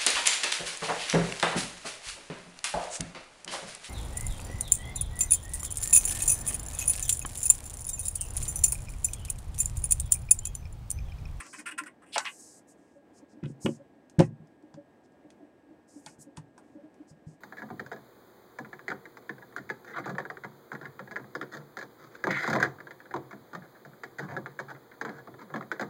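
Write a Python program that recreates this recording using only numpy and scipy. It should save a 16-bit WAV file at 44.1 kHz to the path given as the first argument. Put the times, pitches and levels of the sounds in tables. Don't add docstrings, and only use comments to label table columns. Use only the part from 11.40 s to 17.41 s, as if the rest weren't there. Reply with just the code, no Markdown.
import sys
import numpy as np
from scipy import signal
from scipy.fft import rfft, irfft
from scipy.io import wavfile
from scipy.ndimage import uniform_filter1d

SR = 44100
rng = np.random.default_rng(int(sys.argv[2]) if len(sys.argv) > 2 else 0)


def int16_out(signal):
    q = np.round(np.clip(np.atleast_2d(signal).T, -1, 1) * 32767)
    wavfile.write(sys.argv[1], SR, q.astype(np.int16))


N = 264864
T = np.arange(N) / SR
AGE = T[:SR // 2]

# frequency in Hz, level in dB.
CLICK_SPECTRUM = [(100, -38), (400, -2.5), (750, 15), (3100, -4.5), (4100, -8), (5400, -5.5), (9200, -8),
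                  (10800, -18.5), (16000, -25.5)]


def undb(db):
    return 10 ** (np.asarray(db) / 20)


def unit(x):
    return x / np.sqrt(np.mean(x ** 2))


def crest(x, size):
    return x / np.sqrt(uniform_filter1d(x ** 2, size, mode="constant").max())


def add(track, s, sound):
    start = max(int(s * SR), 0)
    track[start:start + len(sound)] += sound[:max(N - start, 0)]


def through(x, response):
    return signal.fftconvolve(x, response)[:len(x)]


def colour(x, points, size=4096):
    hz, db = np.transpose(points)
    bins = np.maximum(np.arange(size // 2 + 1) * SR / size, 1)
    gain = undb(np.interp(np.log(bins), np.log(hz), db))
    cepstrum = irfft(np.log(gain))
    cepstrum[1:size // 2] *= 2
    cepstrum[size // 2 + 1:] = 0
    return through(x, irfft(np.exp(rfft(cepstrum))))


def band(x, hz, octaves):
    edges = np.minimum(hz * 2 ** (np.array([-.5, .5]) * octaves), [SR / 3, SR / 2 - 1])
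    return signal.sosfilt(signal.butter(2, edges, "band", fs=SR, output="sos"), x)


def fade(t60):
    return np.exp(-np.log(1000) * AGE / t60)


def ring(modes):
    return sum((-1) ** k * undb(db) * fade(t60) * np.sin(2 * np.pi * hz * AGE)
               for k, (hz, db, t60) in enumerate(modes))


def gripped(modes, spread_db, detune):
    chance = rng.standard_normal((len(modes), 2))
    return [(hz * (1 + detune * a), db + spread_db * b, t60)
            for (hz, db, t60), (a, b) in zip(modes, chance)]


def walk(rate):
    knots = rng.standard_normal(1024)
    return np.interp(T * rate, np.arange(len(knots)), knots)


def scattered(start, end, count):
    return start + (end - start) * (np.arange(count) + rng.random(count)) / count


def background(air_db=-59.5, waver_db=1, drift_hz=13, hiss_db=-94, hiss_hz=8000):
    # frequency in Hz, level in dB.
    air_spectrum = [(25, -47.5), (60, -20), (150, -15), (300, -5.5), (400, -12.5), (750, -16),
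                    (1200, -28.5), (2000, -31.5), (4000, -43), (8300, -49.5), (10500, -53), (15500, -56.5)]
    # frequency in Hz, level in dB.
    whine_tones = [(1643, -78), (1808, -83)]
    air = unit(colour(rng.standard_normal(N), air_spectrum)) * undb(air_db + waver_db * walk(16))
    whine = 0
    for hz, db in whine_tones:
        phase = 2 * np.pi * np.cumsum(hz + drift_hz * walk(120)) / SR
        whine += undb(db) * unit(np.sin(phase))
    hiss = undb(hiss_db) * unit(band(rng.standard_normal(N), hiss_hz, octaves=.1))
    return air + whine + hiss


def slips(pressure, per_s, scatter_db):
    sizes = rng.choice([-1, 1], len(AGE)) * undb(scatter_db * rng.standard_normal(len(AGE)))
    return pressure * sizes * (rng.random(len(AGE)) < per_s / SR)


def shell(x):
    # frequency in Hz, relative level in dB, t60 in seconds.
    shell_modes = [(580, -5, .08), (667, -5, .07), (859, 0, .08), (995, -2, .08), (1085, -1, .06),
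                   (1490, 1, .06), (1820, -4, .04), (1950, -3, .04), (2050, -2, .04), (2450, -3, .04),
                   (2770, -3, .04), (2930, -2, .04), (5350, -6, .03)]
    response = ring(gripped(shell_modes, spread_db=2, detune=.05))
    return through(x, response / np.linalg.norm(response))


def creaks(slips_per_s=3800, ring_db=-12, release_s=0.012):
    # start, length and rise in seconds, body level in dB, body centre in Hz,
    # grit level in dB.
    creak_events = [(0, 0.01, 0.0017, -39.5, 1710, -45), (0.042, 0.027, 0.0034, -55, 1650, -75),
                    (.128, 0.018, 0.0041, -45.5, 1740, -52), (0.18, 0.023, 0.0079, -49, 1944, -50.5),
                    (0.255, 0.034, 0.008, -38.5, 1910, -45.5), (0.306, 0.015, 0.0055, -47, 2113, -50),
                    (.376, 0.016, 0.0069, -34, 1770, -39.5), (.455, 0.022, 0.0076, -48, 1790, -54),
                    (0.617, 0.023, 0.0046, -58.5, 1210, -70.5), (0.655, 0.095, 0.0084, -69, 2660, -68.5),
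                    (0.719, .036, .028, -40.5, 4500, -46), (0.754, .012, .005, -35, 1760, -57),
                    (.788, 0.015, .004, -38.5, 1500, -66), (.81, 0.064, .004, -53.5, 990, -78),
                    (0.843, .032, 0.025, -35.5, 2310, -73), (2.027, 0.023, 0.0064, -56.5, 2010, -79.5),
                    (2.265, .018, .004, -59, 950, -68), (2.804, 0.024, 0.0043, -44.5, 1670, -69),
                    (4.667, 0.011, .004, -54, 1920, -60), (4.962, 0.023, 0.0038, -58, 1394, -65.5),
                    (5.18, 0.015, .004, -67, 1000, -70)]
    # frequency in Hz, level in dB.
    body_spectrum = [(200, -33), (700, -11.5), (1050, 4), (1500, -3), (2900, -1), (3700, -8), (5000, -9),
                     (9000, -25), (16000, -47)]
    grit_spectrum = [(500, -28), (2500, -11), (4500, -13), (6700, -15.5), (8300, 1), (9400, -1),
                     (10700, -17.5), (13500, -24.5), (16000, -39)]
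    out = np.zeros(N)
    for s, length, rise_s, body_db, hz, grit_db in creak_events:
        pressure = np.clip(AGE / rise_s, 0, 1) * np.exp(-np.maximum(AGE - length, 0) / release_s)
        run = slips(pressure, slips_per_s, scatter_db=2)
        shaken = run + undb(ring_db) * shell(run)
        body = band(colour(shaken, body_spectrum), hz, octaves=1.1)
        grit = colour(run * pressure ** .7, grit_spectrum)
        span = int(length * SR) + 1
        add(out, s, undb(body_db) * crest(body, span) + undb(grit_db) * crest(grit, span))
    return out


def sliding_skin(attack_s=.03, release_s=0.0091, grain_db=0.3, focus_octaves=.41, low_hz=4700):
    # start and length in seconds, level in dB, hiss centre in Hz,
    # swell over the stroke in dB.
    strokes = [(0, .21, -57, 6500, 5), (.78, .21, -56, 8900, -1.5), (.98, 0.21, -56, 7600, -7.5),
               (1.265, .058, -62.5, 8600, -4.5), (1.358, .22, -80.5, 7000, -2.5),
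               (1.72, .068, -70.5, 7000, 16), (1.874, 0.057, -73, 5900, 5), (2.058, 0.059, -68, 7000, -5),
               (2.196, 0.056, -52.5, 7780, 11), (2.268, 0.097, -60.5, 7200, -7),
               (2.793, 0.0668, -61, 7000, 1), (3.625, 0.026, -73, 5300, -0.5),
               (4.468, 0.13, -65.5, 7150, -1), (4.583, 0.075, -71.5, 8800, 9),
               (4.667, 0.079, -62.5, 7000, -16), (4.777, 0.049, -58, 8700, 12),
               (5.22, .14, -83.5, 7000, -4), (5.665, 0.044, -66, 6500, 2.5),
               (5.855, 0.091, -72.5, 7000, -5.5)]
    # frequency in Hz, level in dB.
    skin_spectrum = [(500, -40), (2500, -19), (3700, 3.5), (4800, -6.5), (6500, -9), (8000, -7.5),
                     (9400, -11.5), (10700, -16), (13500, -21), (16000, -27)]
    envelope = np.zeros(N)
    for s, length, db, _, swell_db in strokes:
        attack = np.sin(np.pi / 2 * np.clip((T - s) / attack_s, 0, 1)) ** 2
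        hold = undb(db + swell_db * (np.clip((T - s) / length, 0, 1) - .5))
        release = np.exp(-np.clip(T - s - length, 0, 1) / release_s)
        envelope += attack * hold * release
    midpoints = [(s + length / 2, hz) for s, length, _, hz, _ in strokes]
    centre_hz = np.interp(T, *np.transpose(midpoints))
    friction = np.zeros(N)
    for hz in np.geomspace(2000, 14000, 9):
        weight = 1 / np.sqrt(1 + (np.log2(hz / centre_hz) / focus_octaves) ** 4)
        friction += weight * band(rng.standard_normal(N), hz, octaves=1 / 3)
    high_pass = signal.butter(8, low_hz, "high", fs=SR, output="sos")
    hiss = signal.sosfilt(high_pass, colour(friction, skin_spectrum))
    return envelope * undb(grain_db * walk(160)) * unit(hiss)


def crack(hz, octaves, t60, rattle_db, rattle_t60, ring_db):
    burst = rng.standard_normal(len(AGE)) * (fade(t60) + undb(rattle_db) * fade(rattle_t60))
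    shaken = burst + undb(ring_db) * shell(burst)
    return crest(band(colour(shaken, CLICK_SPECTRUM), hz, octaves), size=176)


def tick(hz):
    return crack(hz, octaves=1.4, t60=.008, rattle_db=-24, rattle_t60=.1, ring_db=-19.5)


def clicks(scuff_db=-12, scuff_lead_s=.004, scuff_s=.007):
    # start in seconds, tick level in dB, tick centre in Hz, body level in dB,
    # body centre in Hz, body width in octaves.
    click_events = [(.066, -52.5, 8550, -59, 1700, 1.5), (0.196, -58, 9100, -56, 1900, 2.8),
                    (.3222, -63, 9400, -43, 2000, 0.94), (0.4366, -52.5, 8950, -44.5, 1810, 0.46),
                    (.7602, -36.5, 3500, -29, 720, 0.77), (0.7808, -23, 5200, -26, 900, 0.72),
                    (.8535, -43, 5030, -40.5, 2490, 2.8), (2.037, -66, 4500, -49, 1700, 2.6),
                    (2.057, -68, 7000, -53, 3100, 0.7), (2.26, -44, 8000, -31.5, 2684, 0.38),
                    (2.262, -51, 3000, -31, 1550, 1.12), (2.698, -59, 7410, -67, 3480, 1.7),
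                    (2.7917, -38, 6900, -31, 1500, 3.6), (2.799, -35.5, 3400, -34, 2450, 1.1),
                    (2.804, -37.5, 5580, -21, 794, 0.94), (3.3414, -59.5, 4630, -53.5, 1300, 2.65),
                    (3.9041, -60, 6500, -63, 3180, 1), (4.6627, -43, 5550, -45, 790, 0.56),
                    (4.9716, -46.5, 5800, -47, 980, 0.53), (5.179, -59.5, 5740, -51.5, 960, 1.4),
                    (5.543, -70.5, 7000, -72, 1510, 2.1)]
    out = np.zeros(N)
    for s, tick_db, tick_hz, body_db, body_hz, octaves in click_events:
        body = crack(body_hz, octaves, t60=.02, rattle_db=-26, rattle_t60=.06, ring_db=-26)
        add(out, s, undb(tick_db) * tick(tick_hz) + undb(body_db) * body)
        run = slips(AGE * np.exp(-AGE / scuff_s), per_s=3400, scatter_db=3.5)
        scuff = band(colour(run, CLICK_SPECTRUM), tick_hz, octaves=1.6)
        add(out, s - scuff_lead_s, undb(tick_db + scuff_db) * crest(scuff, size=176))
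    return out


def bump(upper_db, swell_s, detune, lower_hz=294.4, upper_hz=571.7, t60=.11, scuff_db=-13):
    modes = gripped([(lower_hz, 0, t60), (upper_hz, upper_db, t60)], spread_db=.5, detune=detune)
    scuff = undb(scuff_db) * unit(band(rng.standard_normal(len(AGE)), 240, octaves=0.65)) * fade(t60)
    swell = 1 - np.exp(-(AGE / swell_s) ** 2)
    return crest((ring(modes) + scuff) * swell, size=880)


def finger_bumps(light_db=-59, light_spread_db=3.0, light_count=9):
    # start in seconds, level in dB, swell in seconds,
    # relative level of the upper mode in dB.
    firm_bumps = [(.18, -51, 0.012, -28), (.323, -54, 0.0076, -13), (0.407, -47.5, .016, -15.5),
                  (1.55, -55.5, 0.016, 7), (1.822, -52.5, .005, -9.5), (1.967, -52, .006, -16),
                  (2.395, -52.5, 0.007, 4.5), (3.229, -52, .008, -20), (3.364, -46.5, .02, 1),
                  (3.842, -53.5, 0.012, -11), (4.021, -51.5, 0.0085, -16), (4.299, -52.5, .015, -12.5),
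                  (4.548, -47, 0.022, -27.5), (4.86, -50, .015, -12), (5.348, -47.5, .01, -11.5),
                  (5.379, -55.5, 0.0063, 7), (5.595, -48, 0.01, -27)]
    out = np.zeros(N)
    for s, db, swell_s, upper_db in firm_bumps:
        add(out, s, undb(db) * bump(upper_db, swell_s, detune=0.022))
    for s, size in zip(scattered(0, N / SR, light_count), rng.standard_normal(light_count)):
        touch = bump(upper_db=-9, swell_s=.014, detune=.1)
        add(out, s, undb(light_db + light_spread_db * size) * touch)
    return out


def squeak(start_s=.7595, length_s=.0152, hz=785, db=-28, wobble=0.15, overtone_db=-15):
    phase = 2 * np.pi * np.cumsum(hz * (1 + wobble * walk(400))) / SR
    envelope = np.interp((T - start_s) / length_s, [0, .1, .85, 1], [0, 1, 1, 0])
    return undb(db) * envelope * unit(np.sin(phase) + undb(overtone_db) * np.sin(2 * phase))


def blow(corner_hz, dense_db=-31, dense_t60=0.19, rumble_db=-36, rumble_t60=.3):
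    # frequency in Hz, relative level in dB,
    # t60 in seconds.
    table_modes = [(66, -32.5, 0.2), (113, -18, 0.34), (134.9, -14, 0.35), (153.9, 3, .16),
                   (226.6, -6, .19), (284, -7.5, 0.12), (356.5, -3, 0.1), (463, -11.5, 0.079),
                   (541, -8.5, 0.079), (656, -17, 0.034), (770, -15, 0.038)]
    push = AGE ** 2 * np.exp(-2 * np.pi * corner_hz * AGE)
    dense_modes = unit(band(rng.standard_normal(len(AGE)), 280, octaves=2.8)) * fade(dense_t60)
    rumble = unit(band(rng.standard_normal(len(AGE)), 70, octaves=0.76)) * fade(rumble_t60)
    modes = ring(gripped(table_modes, spread_db=3, detune=0.02))
    flex = through(push, modes + undb(dense_db) * dense_modes + undb(rumble_db) * rumble)
    return crest(np.gradient(flex), size=660)


def edge_thumps(firming=3.02, settle_db=-5):
    # start in seconds, level in dB, corner of the push in Hz, seating delay
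    # in seconds, relative seating level in dB, settling delay in seconds.
    landings = [(2.028, -31.5, 85, .0295, -6, .068), (2.246, -27.5, 190, 0.01084, 4.5, .0396),
                (2.7843, -16, 168, .0132, 1.5, .0301), (2.869, -41.5, 70.4, .033, -3, .052),
                (2.9985, -47.5, 91.3, .02, -11.5, .04), (3.341, -49, 159.4, .02, -22, .04),
                (4.665, -54, 203, .02, -26, .04), (4.783, -55, 141, .015, -33, .04),
                (4.976, -42, 99.7, .026, -30, .04), (5.709, -51, 100, .02, -16, .04),
                (5.867, -41, 80, .02, -22.5, .04)]
    out = np.zeros(N)
    for s, db, hz, seat_s, seat_db, settle_s in landings:
        add(out, s, undb(db) * blow(hz))
        add(out, s + seat_s, undb(db + seat_db) * blow(hz * firming))
        add(out, s + settle_s, undb(db + seat_db + settle_db) * blow(hz * firming))
    return out


def loose_parts(from_s=3.0, to_s=4.1, db=-75, spread_db=2, hz=6000, count=5):
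    out = np.zeros(N)
    for s, size in zip(scattered(from_s, to_s, count), rng.standard_normal(count)):
        add(out, s, undb(db + spread_db * size) * tick(hz))
    return out


def room(x, wet_db=-10, t60=0.093, build_s=0.0011):
    build_up = np.clip(AGE / build_s, 0, 1) ** 2
    tail = band(rng.standard_normal(len(AGE)), 2200, octaves=4.74) * fade(t60) * build_up
    return x + undb(wet_db) * through(x, tail / np.linalg.norm(tail))


def scene():
    shell_sounds = creaks() + squeak() + clicks() + loose_parts()
    handling = shell_sounds + edge_thumps() + finger_bumps() + sliding_skin()
    return (room(handling) + background())[None]


def record(dry, low_hz=55, top_hz=15900):
    thin = signal.sosfilt(signal.butter(2, low_hz, "high", fs=SR, output="sos"), dry)
    return signal.sosfilt(signal.ellip(8, .2, 70, top_hz, fs=SR, output="sos"), thin)


dry = scene()
out = record(dry)
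int16_out(out)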